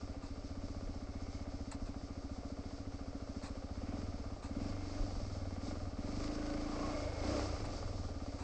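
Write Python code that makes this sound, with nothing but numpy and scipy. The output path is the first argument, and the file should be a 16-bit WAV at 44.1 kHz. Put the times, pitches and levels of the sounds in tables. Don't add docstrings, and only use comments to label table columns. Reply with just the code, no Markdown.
import sys
import numpy as np
from scipy import signal
from scipy.io import wavfile
from scipy.ndimage import uniform_filter1d

SR = 44100
rng = np.random.default_rng(int(sys.argv[2]) if len(sys.argv) > 2 else 0)


def generate_wav(signal):
    frames = np.transpose(np.atleast_2d(signal))
    scaled = np.clip(frames, -1, 1) * 32767
    pcm = np.round(scaled).astype(np.int16)
    wavfile.write(sys.argv[1], SR, pcm)


N = 371762
TIME = np.arange(N) / SR
IDLE_RATE = 14.0
IDLE_RING_DB = -51


def undb(db):
    return 10 ** (np.asarray(db) / 20)


def unit(x):
    return x / np.sqrt(np.mean(x ** 2))


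def ring(x, hz, width_hz):
    return signal.lfilter(*signal.iirpeak(hz, hz / width_hz, SR), x)


def body(x, modes):
    total = 0
    for k, (hz, width_hz, db) in enumerate(modes):
        total = total + (-1) ** k * undb(db) * ring(x, hz, width_hz)
    return total


def curves(table):
    time_s, *columns = np.transpose(table)
    return [np.interp(TIME, time_s, column) for column in columns]


def walk(rate):
    hold = int(SR / rate)
    steps = np.repeat(rng.standard_normal(N // hold + 1), hold)
    smooth = uniform_filter1d(uniform_filter1d(steps, hold), hold)
    return unit(smooth[:N])


def grit(spread_db):
    return rng.standard_normal(N) * undb(spread_db * rng.exponential(size=N))


def bell(x):
    return np.exp(-x ** 2 / 2)


def span(start, end, fade):
    return np.clip(np.minimum(TIME - start, end - TIME) / fade + .5, 0, 1)


def lay(at, shapes, lead):
    out = np.zeros(N + 2 * shapes.shape[1])
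    np.add.at(out, at[:, None] + np.arange(shapes.shape[1]), shapes)
    return out[lead:lead + N]


# (pitch as a multiple of the main ring, fade per s, level_db)
OVERTONES = [(1.901, 83, -17), (2.201, 71, -20.5), (3.701, 110, -21)]
SILENCER_HZ, SILENCER_RISE_HZ = 279.5, 1.11
POP_HZ, PIPE_HZ = 229.3, 98.5


def exhaust(cycle, rate):
    fired = np.flatnonzero(np.diff(np.floor(cycle)))
    scatter_db = np.array([0.52, 1.2, 1.5, 1.3, 0.75]) * rng.standard_normal((len(fired), 5))
    scatter = undb(scatter_db).T[..., None]
    blow, back, pop, silencer = (undb(level_db[fired, None]) for level_db in gas(rate))
    fast = rate[fired, None]
    extra = fast - IDLE_RATE
    open_throttle = np.clip(silencer / undb(-34.5), 0, 1)
    lead = 512
    s = (np.arange(4096) - lead) / SR

    rise = (s - .0085) / 0.0035
    blow = blow * (1 - rise ** 2) * bell(rise)

    late = s - .0205 + 0.00006 * extra
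    age = np.clip(late, 0, 1)
    pipe_level = 0.29 * np.minimum(fast / IDLE_RATE, 1.5) ** 1.4 * (1 - 1.9 * open_throttle)
    pipe_fade = np.exp(-age / 0.035) * (1 - np.exp(-age / 0.0048))
    back = back * (bell(late / 0.0026) + pipe_level * np.cos(2 * np.pi * PIPE_HZ * age) * pipe_fade)

    share = np.sqrt(IDLE_RATE / fast)
    pop_wave = np.cos(2 * np.pi * POP_HZ * (s - .0072)) * bell((s - .0075) / 0.0036)
    pop = -undb(11.5) * pop * share * pop_wave

    age = np.clip(s - .004, 0, 1)
    hz = SILENCER_HZ + SILENCER_RISE_HZ * extra
    fill = 0.0067 + 0.000079 * extra
    swell = (1 - np.exp(-(age / fill) ** 2)) * np.exp(-age * (42 + 2.5 * extra))
    chord = 0
    for ratio, fade, db in OVERTONES:
        envelope = age * fade * np.exp(1 - age * fade)
        chord = chord + undb(db) * np.sin(2 * np.pi * ratio * hz * age) * envelope
    main_ring = swell * np.sin(2 * np.pi * hz * (age - .0007))
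    silencer = undb(12.5) * silencer * (main_ring + open_throttle * chord)

    stroke = s * fast - .43
    intake = -undb(-44.5 + 0.19 * extra) * np.sin(2 * np.pi * 2 * stroke) * bell(stroke / 0.1)
    layers = np.array([blow, back, pop, silencer, intake])
    return lay(fired, np.sum(scatter * layers, axis=0), lead)


# (time_s, share of the thump's power in the first pulse [0-1], tailpipe pop_db, silencer ring_db)
THROTTLE = [(0, 0.36, -52.5, -53), (.7, 0.38, -52.5, -54), (1.5, 0.54, -51, -52), (2.1, 0.57, -51, -52.5),
            (3.55, 0.6, -51, -52), (3.72, 0.76, -51, -56), (3.9, 0.4, -43.5, -47), (4.14, .45, -50, -54.5),
            (4.5, 0.5, -49, -52.5), (4.58, 0.4, -40.5, -47.5), (4.66, 0.2, -44, -47),
            (4.78, 0.06, -53.5, -49), (4.96, 0.03, -50.5, -45), (5.2, 0, -50.5, -56.5),
            (5.36, 0.26, -52.5, -58), (5.57, .55, -48.5, -54), (5.68, 0.2, -44.5, -47),
            (5.8, 0.2, -51, -54.5), (5.9, 0.6, -51, -54), (6, .5, -43, -46.5), (6.09, 0, -45, -48),
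            (6.2, 0, -47, -43), (6.55, 0, -46.5, -42.5), (6.9, .01, -45.5, -42.5), (6.98, .01, -61, -43.5),
            (7.05, .95, -68, -48), (7.16, 0.7, -64, -50.5), (7.26, 0.7, -45.5, -38),
            (7.37, 0.1, -47.5, -39), (7.52, 1, -72, -49.5), (7.58, 0.2, -57, -49), (7.7, 0, -57, -50),
            (7.84, 0.13, -55, -56), (8.04, .4, -52.5, -56), (8.25, 0.5, -49, -51.5), (8.43, 1, -55, -51.5)]
# (centre time_s, level change_db)
STUMBLES = [(4.38, -12.5), (5.93, -4)]
STUMBLE_S = .025
THUMP_DB, THUMP_DB_PER_RATE, THUMP_TOP_DB = -35, 0.6, -31.5


def gas(rate):
    share, pop_db, ring_db = curves(THROTTLE)
    share = np.clip(share, 1e-4, 1 - 1e-4)
    weak_db = sum(db * bell((TIME - s) / STUMBLE_S) for s, db in STUMBLES)
    thump_db = np.minimum(THUMP_DB + THUMP_DB_PER_RATE * (rate - IDLE_RATE), THUMP_TOP_DB)
    thump_db = thump_db + 0.072 * (ring_db - IDLE_RING_DB)
    first_db = thump_db + 10 * np.log10(share)
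    return_db = thump_db + 10 * np.log10(1 - share)
    return weak_db + np.array([first_db, return_db, pop_db, ring_db])


def puffs(cycle, lead, fade, steady, scatter_db):
    turn = cycle + lead
    sizes = undb(scatter_db * rng.standard_normal(int(turn[-1]) + 2))
    return steady + sizes[turn.astype(int)] * np.exp(-(turn % 1) / fade)


def blows(cycle, lead, scatter_db):
    at = np.flatnonzero(np.diff(np.floor(cycle + lead)))
    out = np.zeros(N)
    out[at] = undb(scatter_db * rng.standard_normal(len(at)))
    return out


# (pitch_hz, width_hz, level_db)
CASES = [(375, 222, -2.5), (594.7, 106, 3), (745, 128.5, -2.5), (1194, 86, -5), (1384, 161, -11.5)]
# (pitch_hz, width_hz, level_db)
COVER = [(1720, 730, -9.5), (2144, 163, 2), (2430, 750, -7.5)]
# (pitch_hz, width_hz, level_db)
FINS = [(3910, 1000, -12), (4613, 407, 5), (4965, 1184, 1.5), (5345, 235, 4.5), (6110, 620, -12),
        (8000, 1500, -16.5)]
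# (time_s, level_db)
SHAKE = [(0, -1), (1.3, -0.5), (2.6, 0), (3.5, .5), (4.5, 1), (4.8, -1.5), (5.25, 1.5), (6, 1), (6.5, -2),
         (6.95, 2.5), (7.3, 3), (7.8, 5.5), (8.1, 1.5), (8.43, 2.5)]
# (base dB, dB per extra firing a second, dB per dB of silencer ring, dB per dB of shaking)
CASES_LAW = (-53, 0.1844, .05, 0.68)
COVER_LAW = (-69.5, 0.3941, 0.41, 0.7)
HISS_LAW = (-64.5, 0.493, 0.14, 0.53)
PULL_S, PULL_CLACK = (6.1, 6.64), 1.83
PULL_PITCHED_UNTIL_S = 6.95


def clatter(cycle, rate):
    ring_db = gas(rate)[3]
    shake_db, = curves(SHAKE)

    def level(law):
        db, per_rate, per_db, per_shake = law
        throttle_db = per_db * (ring_db - IDLE_RING_DB)
        return undb(db + per_rate * (rate - IDLE_RATE) + throttle_db + per_shake * shake_db)

    load = undb(np.minimum(ring_db + 39.5, 1.5))
    clack = (load + PULL_CLACK * span(*PULL_S, 0.026)) * puffs(cycle, 0.095, .06, 0, 1.6)
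    roar = 0.85 * (1 + 1.2 * np.clip(load, 0, 1) * (rate / IDLE_RATE - 1))
    knock = puffs(cycle, 0.25, 0.51, roar, 0.71) + puffs(cycle, 0.14, 0.0054, 0, 3.1)

    early_blows = 22 * (rate / IDLE_RATE) ** 0.73 * blows(cycle, .22, 1.6)
    pull = 12 * load + 25 * span(PULL_S[0], PULL_PITCHED_UNTIL_S, .1)
    struck = early_blows + pull * blows(cycle, 0.025, 0.83)
    cases = unit(body(knock * grit(0.64) + struck, CASES))

    cover_noise = (1 + 1.1 * clack) * undb(0.78 * walk(12)) * grit(0.91)
    cover_blows = 12 * load * blows(cycle, 0.048, 2.3)
    cover = unit(body(cover_noise + cover_blows, COVER))

    fin_noise = (1 + .4 * clack) * undb(1.5 * walk(25)) * grit(1.4)
    fins = unit(body(fin_noise, FINS))
    return level(CASES_LAW) * cases + level(COVER_LAW) * cover + level(HISS_LAW) * fins


# (start_s, end_s, pitch_hz, level_db)
SINGING = [(1.1, 1.5, 2180, -71.5), (4.6, 5.8, 2150, -80), (6.08, 6.27, 1180, -65),
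           (6.35, 6.56, 1500, -60.5), (6.664, 6.92, 1094, -53), (6.85, 7.322, 2166, -61),
           (6.894, 7.22, 599, -46.5)]
SINGING_WIDTH_HZ, SINGING_FADE_S = 45, .05


def singing():
    total = 0
    for start, end, hz, db in SINGING:
        tone = unit(ring(grit(1.3), hz, SINGING_WIDTH_HZ))
        total = total + undb(db) * span(start, end, SINGING_FADE_S) * tone
    return total


# (start_s, length_s, level_db, rise_s)
RATTLES = [(0.213, 0.073, -56.5, .015), (0.342, 0.0055, -66, .001), (1.714, 0.03, -48.5, 0.00039),
           (1.852, .04, -55.5, .01), (3.422, 0.055, -45.5, 0.02), (4.419, .055, -49.5, 0.015),
           (6.4, 0.012, -65, .001), (7.649, 0.017, -48.5, 0.0021), (8.38, 0.077, -51, 0.014)]
# (pitch_hz, width_hz, level_db)
PART = [(900, 430, 5), (2650, 220, -3.5), (4080, 750, -4.5), (8040, 1100, -11)]
CRACK_DB, CRACK_HZ, CRACK_WIDTH_HZ = 3, 7500, 2400


def rattles():
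    shaken, sudden = np.zeros(N), np.zeros(N)
    for s, length, db, rise_s in RATTLES:
        age = np.clip(TIME - s, 0, 1)
        burst = undb(db) * (1 - np.exp(-age / rise_s)) * np.exp(-(age / length) ** 2)
        shaken += burst
        sudden += burst * np.exp(-age / .01 - rise_s / 0.0025)

    def edge(x):
        return ring(ring(x, CRACK_HZ, CRACK_WIDTH_HZ), CRACK_HZ, CRACK_WIDTH_HZ)

    impacts = unit(grit(2.6))
    rattle = body(shaken * impacts, PART) / np.std(body(impacts, PART))
    crack = edge(sudden * impacts) / np.std(edge(impacts))
    return rattle + undb(CRACK_DB) * crack


# (centre time_s, peak level_db)
JOLTS = [(0.867, -37.5), (1.829, -36), (3.99, -43), (5.024, -30.5), (5.168, -39), (7.23, -39), (7.54, -50)]
JOLT_HZ = 33.6


def jolts():
    total = 0
    for s, db in JOLTS:
        after = TIME - s
        total = total - undb(db) * np.cos(2 * np.pi * JOLT_HZ * after) * bell(after / 0.022)
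    return total


WIND_DB, WIND_HZ = -56, 30


def wind():
    gust = undb(1.5 * walk(4))
    rumble = unit(ring(ring(rng.standard_normal(N), WIND_HZ, 94), WIND_HZ, 120))
    return undb(WIND_DB + 0.95 * curves(SHAKE)[0]) * gust * rumble


# (time_s, firings per second)
REVS = [(0.0, 15.61), (0.236, 13.69), (0.454, 15.3), (0.811, 15.92), (0.91, 15.0), (1.428, 15.9),
        (1.698, 13.88), (2.59, 14.63), (2.81, 13.74), (2.972, 14.73), (3.263, 13.63), (3.396, 14.41),
        (3.711, 14.72), (3.984, 21.82), (4.117, 17.36), (4.492, 15.2), (4.672, 25.84), (4.804, 22.61),
        (5.03, 24.34), (5.187, 20.63), (5.581, 18.0), (5.717, 23.47), (5.904, 16.28), (6.012, 17.79),
        (6.085, 23.63), (6.262, 26.94), (6.731, 26.86), (6.87, 30.63), (6.972, 26.04), (7.158, 24.68),
        (7.385, 34.82), (7.51, 27.59), (7.734, 21.37), (8.43, 14.69)]
START_CYCLE = .6165


def scene():
    rate, = curves(REVS)
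    cycle = START_CYCLE + np.cumsum(rate) / SR
    bike = exhaust(cycle, rate) + clatter(cycle, rate) + singing()
    return (bike + rattles() + jolts() + wind())[None]


SELF_NOISE_DB, TOP_HZ = -92, 8550


def record(dry):
    noisy = dry + undb(SELF_NOISE_DB) * rng.standard_normal(dry.shape)
    low_cut = signal.butter(1, 14, "high", fs=SR, output="sos")
    high_cut = signal.ellip(10, .2, 60, TOP_HZ, fs=SR, output="sos")
    return signal.sosfilt(high_cut, signal.sosfilt(low_cut, noisy))


dry = scene()
out = record(dry)
generate_wav(out)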